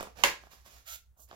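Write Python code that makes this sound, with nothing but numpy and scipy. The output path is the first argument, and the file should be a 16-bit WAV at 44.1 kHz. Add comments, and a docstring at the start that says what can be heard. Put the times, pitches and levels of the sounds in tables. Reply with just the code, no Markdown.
"""A brief scrape and a few hollow knocks: hands on a small cardboard box, close to the microphones and
a little to the right, in a bare room. The lid's tongue drags in its slot and pops free with one loud
snap that rings the lid and fills the room. As the box is turned over the flaps rub, fingers slide
over the print and tap the walls. A faint low hum throbs underneath, over quiet air."""
import sys
import numpy as np
from scipy import signal
from scipy.fft import rfft, irfft
from scipy.io import wavfile

SR = 44100
rng = np.random.default_rng(int(sys.argv[2]) if len(sys.argv) > 2 else 0)


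def file_out(sig):
    """Save sig as 16-bit WAV at sys.argv[1]."""
    # one column per channel
    cols = np.atleast_2d(sig).T
    # limit, then scale
    lim = np.clip(cols, -1, 1)
    pcm = np.round(lim * 32767).astype(np.int16)
    wavfile.write(sys.argv[1], SR, pcm)


N = 59535
T = np.arange(N) / SR

# spectrum of the quiet air in the room: frequency_hz, level_db
AIR_SPECTRUM = [(20, -4), (60, -3), (110, -3), (160, -21), (1000, -30.5), (4000, -40.5), (16000, -37)]
# how long the bare room rings: frequency_hz, t60_s
ROOM_DECAY = [(100, .3), (400, .26), (1000, .265), (5000, .275), (9000, .22), (15000, .21)]
# card drags on card: start_s, end_s, level_db, tilt_db_per_octave
CARD_DRAGS = [(-0.02, 0.003, -47, -0.8), (0.145, 0.255, -52, -0.7), (0.382, 0.467, -68, 0),
              (0.488, 0.534, -61, 1.5), (0.52, 0.64, -74.5, 1.5), (0.634, 0.664, -58, 1),
              (0.68, 0.78, -63, 2), (1.264, 1.343, -65, -0.74)]
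# spectrum of dragging card: frequency_hz, level_db
DRAG_SPECTRUM = [(150, -1), (350, -5.5), (600, 0), (950, -2.5), (1400, -5), (2200, -6), (3800, -10),
                 (7000, -9), (8500, -23.5), (12000, -13.5), (16000, -19.5)]
# fingertips and flaps knock on the walls: start_s, level_db, brightness_hz, pitch_ratio
WALL_TAPS = [(0.0003, -28.5, 2440, 1.63), (0.0077, -19.5, 613, 0.94), (0.0119, -35, 500, 0.47),
             (0.0281, -26.5, 2020, 0.94), (0.0435, -43, 1200, 1.48), (0.0716, -33.5, 1291, 0.88),
             (0.4364, -41, 1500, 1.15), (0.4693, -42, 1390, 1.22), (0.5335, -41.5, 794, 0.93),
             (0.6616, -44, 1190, 0.78), (1.1925, -59, 1000, 1.1), (1.3125, -35, 2940, 1.14),
             (1.3284, -35, 1404, 0.79), (1.3368, -55, 1396, 1)]
# resonances of the hollow box: pitch_hz, level_db, t60_s
HOLLOW_BOX_MODES = [(270, -12.5, 0.016), (531.5, -6, 0.016), (690, -3.5, 0.01), (823, -21.5, 0.13),
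                    (1000, -2, 0.0062), (1500, -9, 0.016), (2770, -6, 0.0048), (4470, -3, .0015)]
# a nail or an edge catches: start_s, level_db
NAIL_TICKS = [(0.0072, -37), (0.0285, -38), (0.6620, -47), (1.2885, -55)]
# the tongue pops free in three quick slips: start_s, level_db
TONGUE_SLIPS = [(0.2363, -6), (0.2373, 0), (0.23835, -4)]
# resonances of the snapping lid: pitch_hz, level_db, t60_s
LID_RING_MODES = [(383.5, -20, 0.0061), (610, -13.5, 0.0059), (1086, -9, 0.0051), (1530, -20, 0.019),
                  (2080, -20, 0.022), (2540, -11.5, 0.0086), (3080, -15, 0.014), (3970, -16, 0.0029),
                  (5083, -25.5, 0.024), (6190, -20.5, 0.017), (7390, -26.5, 0.012)]
# what the whole box radiates into the room as it snaps: frequency_hz, level_db
SNAP_SPECTRUM = [(40, -7), (120, -19), (300, -9), (560, -3.5), (740, -10), (980, -1.5), (1300, -8.5),
                 (1620, -3.5), (2100, -2), (2800, -5), (3400, -10.5), (5000, -11.5), (5500, -14.5),
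                 (7000, -9.5), (8100, -20), (12000, -16), (16000, -21)]
# hollow tones that linger in box and room after the snap: pitch_hz, level_db, t60_s
LINGERING_MODES = [(363, -40, .2), (563, -32, .18), (872, -33, .23), (1063, -39, .34), (1652, -36.5, .37),
                   (2060, -32, .22)]
# skin slides over the printed face: start_s, end_s, level_db, low_edge_hz, pan_db
FINGER_SLIDES = [(0.844, 0.951, -45, 296, -9), (1.161, 1.240, -58.5, 5780, -11.5)]
# spectrum of skin on print: frequency_hz, level_db
SLIDE_SPECTRUM = [(200, -42), (450, -24), (640, -9.5), (1130, -16), (1450, -4), (1780, -13), (2200, -3.5),
                  (3300, -2.5), (5300, -5.5), (6800, 1.5), (8500, -12.5), (12500, -2), (16000, -3.5)]
# panel resonances that shift as the finger moves: first_hz, last_hz, width_hz, level_db
PANEL_GLIDES = [(600, 720, 60, 9), (760, 950, 80, 5), (1250, 1400, 80, 17.5), (1620, 1520, 70, 11),
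                (1850, 1860, 15, 23)]
# a fingertip lands softly and rubs to a stop: start_s, level_db, decay_s
FINGER_SCUFFS = [(1.160, -69, .016), (1.186, -65, .022)]

ROOM_PAN_DB = -1.5   # every pan is left level minus right level


def from_db(db):
    """Decibels to gain."""
    return 10 ** (np.asarray(db) / 20)


def unit_rms(x):
    """Scale to unit power."""
    return x / np.sqrt(np.mean(x ** 2) + 1e-20)


def at_hz(points, hz):
    """Read a table on a log-frequency axis."""
    table_hz, values = np.transpose(points)
    return np.interp(np.log(np.maximum(hz, 1)), np.log(table_hz), values)


def coloured(x, spectrum, tilt_db=0):
    """Give a steady sound a spectrum, tilted per octave; unit power."""
    hz = np.arange(N // 2 + 1) * SR / N + 1
    gain = from_db(at_hz(spectrum, hz) + tilt_db * np.log2(hz))
    return unit_rms(irfft(rfft(x) * gain, N))


def cut(x, hz, kind, order=2):
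    """Butterworth filter."""
    return signal.sosfilt(signal.butter(order, hz, kind, fs=SR, output="sos"), x + 1e-18)


def click(start_s):
    """A unit impulse."""
    return 1. * (np.arange(N) == int(start_s * SR))


def burst(start_s, decay_s):
    """Noise that starts abruptly and dies away."""
    return rng.standard_normal(N) * (T >= start_s) * np.exp(-np.abs(T - start_s) / decay_s)


def stroke(start_s, end_s, attack_s, release_s):
    """The level of a rub: it swells, holds and dies away."""
    swell = np.sin(np.pi / 2 * np.clip((T - start_s) / attack_s, 0, 1)) ** 2
    return swell * np.exp(-np.maximum(T - end_s, 0) / release_s)


def friction(catches_per_s=27000, spread_db=1, flutter_db=1.5):
    """Dense tiny catches of uneven size, under a fluttering pressure."""
    sizes = from_db(spread_db * np.minimum(rng.exponential(1, N), 5)) * rng.choice([-1, 1], N)
    flutter = unit_rms(cut(rng.standard_normal(N), 45, "low"))
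    catches = rng.random(N) < catches_per_s / SR
    return sizes * catches * from_db(flutter_db * flutter)


def ring(force, modes):
    """Damped modes driven by a force, neighbours in opposite sense."""
    out = 0
    for k, (hz, db, t60_s) in enumerate(modes):
        radius, angle = from_db(-60 / (t60_s * SR)), 2 * np.pi * hz / SR
        poles = [1, -2 * radius * np.cos(angle), radius ** 2]
        out += (-1) ** k * from_db(db) * signal.lfilter([.5, 0, -.5], poles, force + 1e-18)
    return out


def gliding(x, hz, width_hz):
    """A resonance whose centre moves; gain 1 at its peak."""
    radius = np.exp(-np.pi * width_hz / SR)
    out, state = np.zeros(N), np.zeros(2)
    for i in range(0, N, 128):
        block = slice(i, i + 128)
        poles = [1, -2 * radius * np.cos(2 * np.pi * hz[i] / SR), radius ** 2]
        out[block], state = signal.lfilter([1, 0, -1], poles, x[block], zi=state)
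    return out * (1 - radius ** 2) / 2


def panned(pan_db):
    """Left and right gains for a level difference."""
    return from_db(np.array([[pan_db], [-pan_db]]) / 2)


def direct(x, pan_db, left_lag_s=.00023):
    """Direct sound reaches the right microphone first and louder."""
    left = np.pad(x, (int(left_lag_s * SR), 0))[:N]
    return np.array([left, x]) * panned(pan_db)


def room_response(spectrum=None, gap_s=.00064, build_s=.00055):
    """Dense reflections, different at each microphone, each band dying at its own rate; unit energy."""
    noise = rng.standard_normal((2, 2, N))
    if spectrum is not None:
        noise = coloured(noise, spectrum)
    age_s = np.maximum(T - gap_s, 0)
    edges_hz = np.geomspace(30, 18000, 19)
    reflections = 0
    for k, (low, high) in enumerate(zip(edges_hz, edges_hz[1:])):
        fall_db = -60 * age_s / at_hz(ROOM_DECAY, np.sqrt(low * high))
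        reflections += cut(noise[k % 2], (low, high), "band") * from_db(fall_db)
    mid, side = reflections
    side = cut(side, 350, "high", order=1)   # long waves reach both microphones alike
    build_up = 1 - np.exp(-age_s / build_s)
    return unit_rms(np.array([mid + side, mid - side]) * build_up) / np.sqrt(N)


def place(x, room, pan_db, room_db):
    """A close source: the direct sound plus the room's answer."""
    reverb = signal.fftconvolve(x[None], room, axes=1)[:, :N]
    return direct(x, pan_db) + from_db(room_db) * panned(ROOM_PAN_DB) * reverb


def room_tone(hum_hz=61.5, left_lag_s=.0018, throb_s=.16, first_swell_s=.134, depth=.82):
    """A low hum throbs over quiet air that is partly alike at both microphones."""
    throb = 1 - depth * np.abs(np.sin(np.pi * (T - first_swell_s) / throb_s))
    cycles = hum_hz * np.array([T - left_lag_s, T]) + rng.random()
    hum = np.sqrt(2) * np.sin(2 * np.pi * cycles) * throb
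    air = rng.standard_normal(N) + from_db(-1) * rng.standard_normal((2, N))
    return from_db(-57.3) * panned(-2) * hum + from_db(-70) * coloured(air, AIR_SPECTRUM)


def card_drags(room):
    """The tongue and flaps scrape along the walls."""
    grains, rubs = friction(), 0
    for start_s, end_s, db, tilt_db in CARD_DRAGS:
        scrape = coloured(np.roll(grains, rng.integers(N)), DRAG_SPECTRUM, tilt_db)
        rubs += from_db(db) * stroke(start_s, end_s, attack_s=.041, release_s=.04) * scrape
    return place(rubs, room, pan_db=-13.5, room_db=-.5)


def wall_taps():
    """Knocks ring the hollow box, higher or lower with the spot they hit."""
    knocks = 0
    for start_s, db, brightness_hz, pitch_ratio in WALL_TAPS:
        force = cut(click(start_s), brightness_hz, "low", order=1)
        knocks += from_db(db) * ring(force, np.array(HOLLOW_BOX_MODES) * [pitch_ratio, 1, 1])
    return knocks


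def nail_ticks():
    """Hard little contacts give only a thin tick."""
    ticks = sum(from_db(db) * burst(start_s, decay_s=.0016) for start_s, db in NAIL_TICKS)
    return cut(ticks, 2500, "high")


def lid_snap():
    """Each slip of the tongue cracks and strikes the lid; the bang fills the room and tones linger."""
    force = sum(from_db(db) * click(start_s) for start_s, db in TONGUE_SLIPS)
    # fibres tear past the edge at each slip
    tearing = sum(from_db(db) * burst(start_s, decay_s=.00017) for start_s, db in TONGUE_SLIPS)
    lid = ring(force, LID_RING_MODES) + from_db(-12) * cut(tearing, 3530, "high")
    loudest_s, last_s = TONGUE_SLIPS[1][0], TONGUE_SLIPS[-1][0]
    tail = np.pad(room_response(SNAP_SPECTRUM), ((0, 0), (int(loudest_s * SR), 0)))[:, :N]
    tail[0] = cut(tail[0], 8950, "low", order=1)   # the treble is shaded on the left
    hollow = ring(click(last_s), LINGERING_MODES)
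    return direct(lid, pan_db=-11) + panned(ROOM_PAN_DB) * (from_db(10) * tail + hollow)


def finger_slides(room, panel_fade_s=.07):
    """Fingers hiss across the smooth face and stir panel resonances that shift along the stroke."""
    out = 0
    for start_s, end_s, db, low_edge_hz, pan_db in FINGER_SLIDES:
        skin = unit_rms(cut(coloured(friction(), SLIDE_SPECTRUM), low_edge_hz, "high", order=3))
        hiss = from_db(db) * stroke(start_s, end_s, attack_s=.052, release_s=.019) * skin
        # the finger moves off the middle of the panel
        drive = hiss * np.exp(-np.maximum(T - start_s, 0) / panel_fade_s)
        panel = 0
        for first_hz, last_hz, width_hz, mode_db in PANEL_GLIDES:
            centre_hz = np.interp(T, [start_s, end_s], [first_hz, last_hz])
            panel += from_db(mode_db) * gliding(drive, centre_hz, width_hz)
        out += place(hiss + panel, room, pan_db, room_db=-9.5)
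    return out


def finger_scuffs(attack_s=.01):
    """A fingertip lands softly; its dull friction rings the box as it stops."""
    rubbed_box = unit_rms(ring(cut(friction(), 1000, "low", order=1), HOLLOW_BOX_MODES))
    return rubbed_box * sum(from_db(db) * stroke(start_s, start_s + attack_s, attack_s, decay_s)
                            for start_s, db, decay_s in FINGER_SCUFFS)


def scene():
    """The box is handled close by, right of centre, in one bare room."""
    room = room_response()
    snap = lid_snap()
    touches = place(wall_taps() + finger_scuffs() + nail_ticks(), room, pan_db=-3, room_db=-5)
    return snap + touches + card_drags(room) + finger_slides(room) + room_tone()


def record(dry, cutoff_hz=15800):
    """The recorder clips at full scale and cuts the top treble."""
    lowpass = signal.ellip(10, .1, 80, cutoff_hz, fs=SR, output="sos")
    return signal.sosfilt(lowpass, np.clip(dry, -1, 1))


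dry = scene()
out = record(dry)
file_out(out)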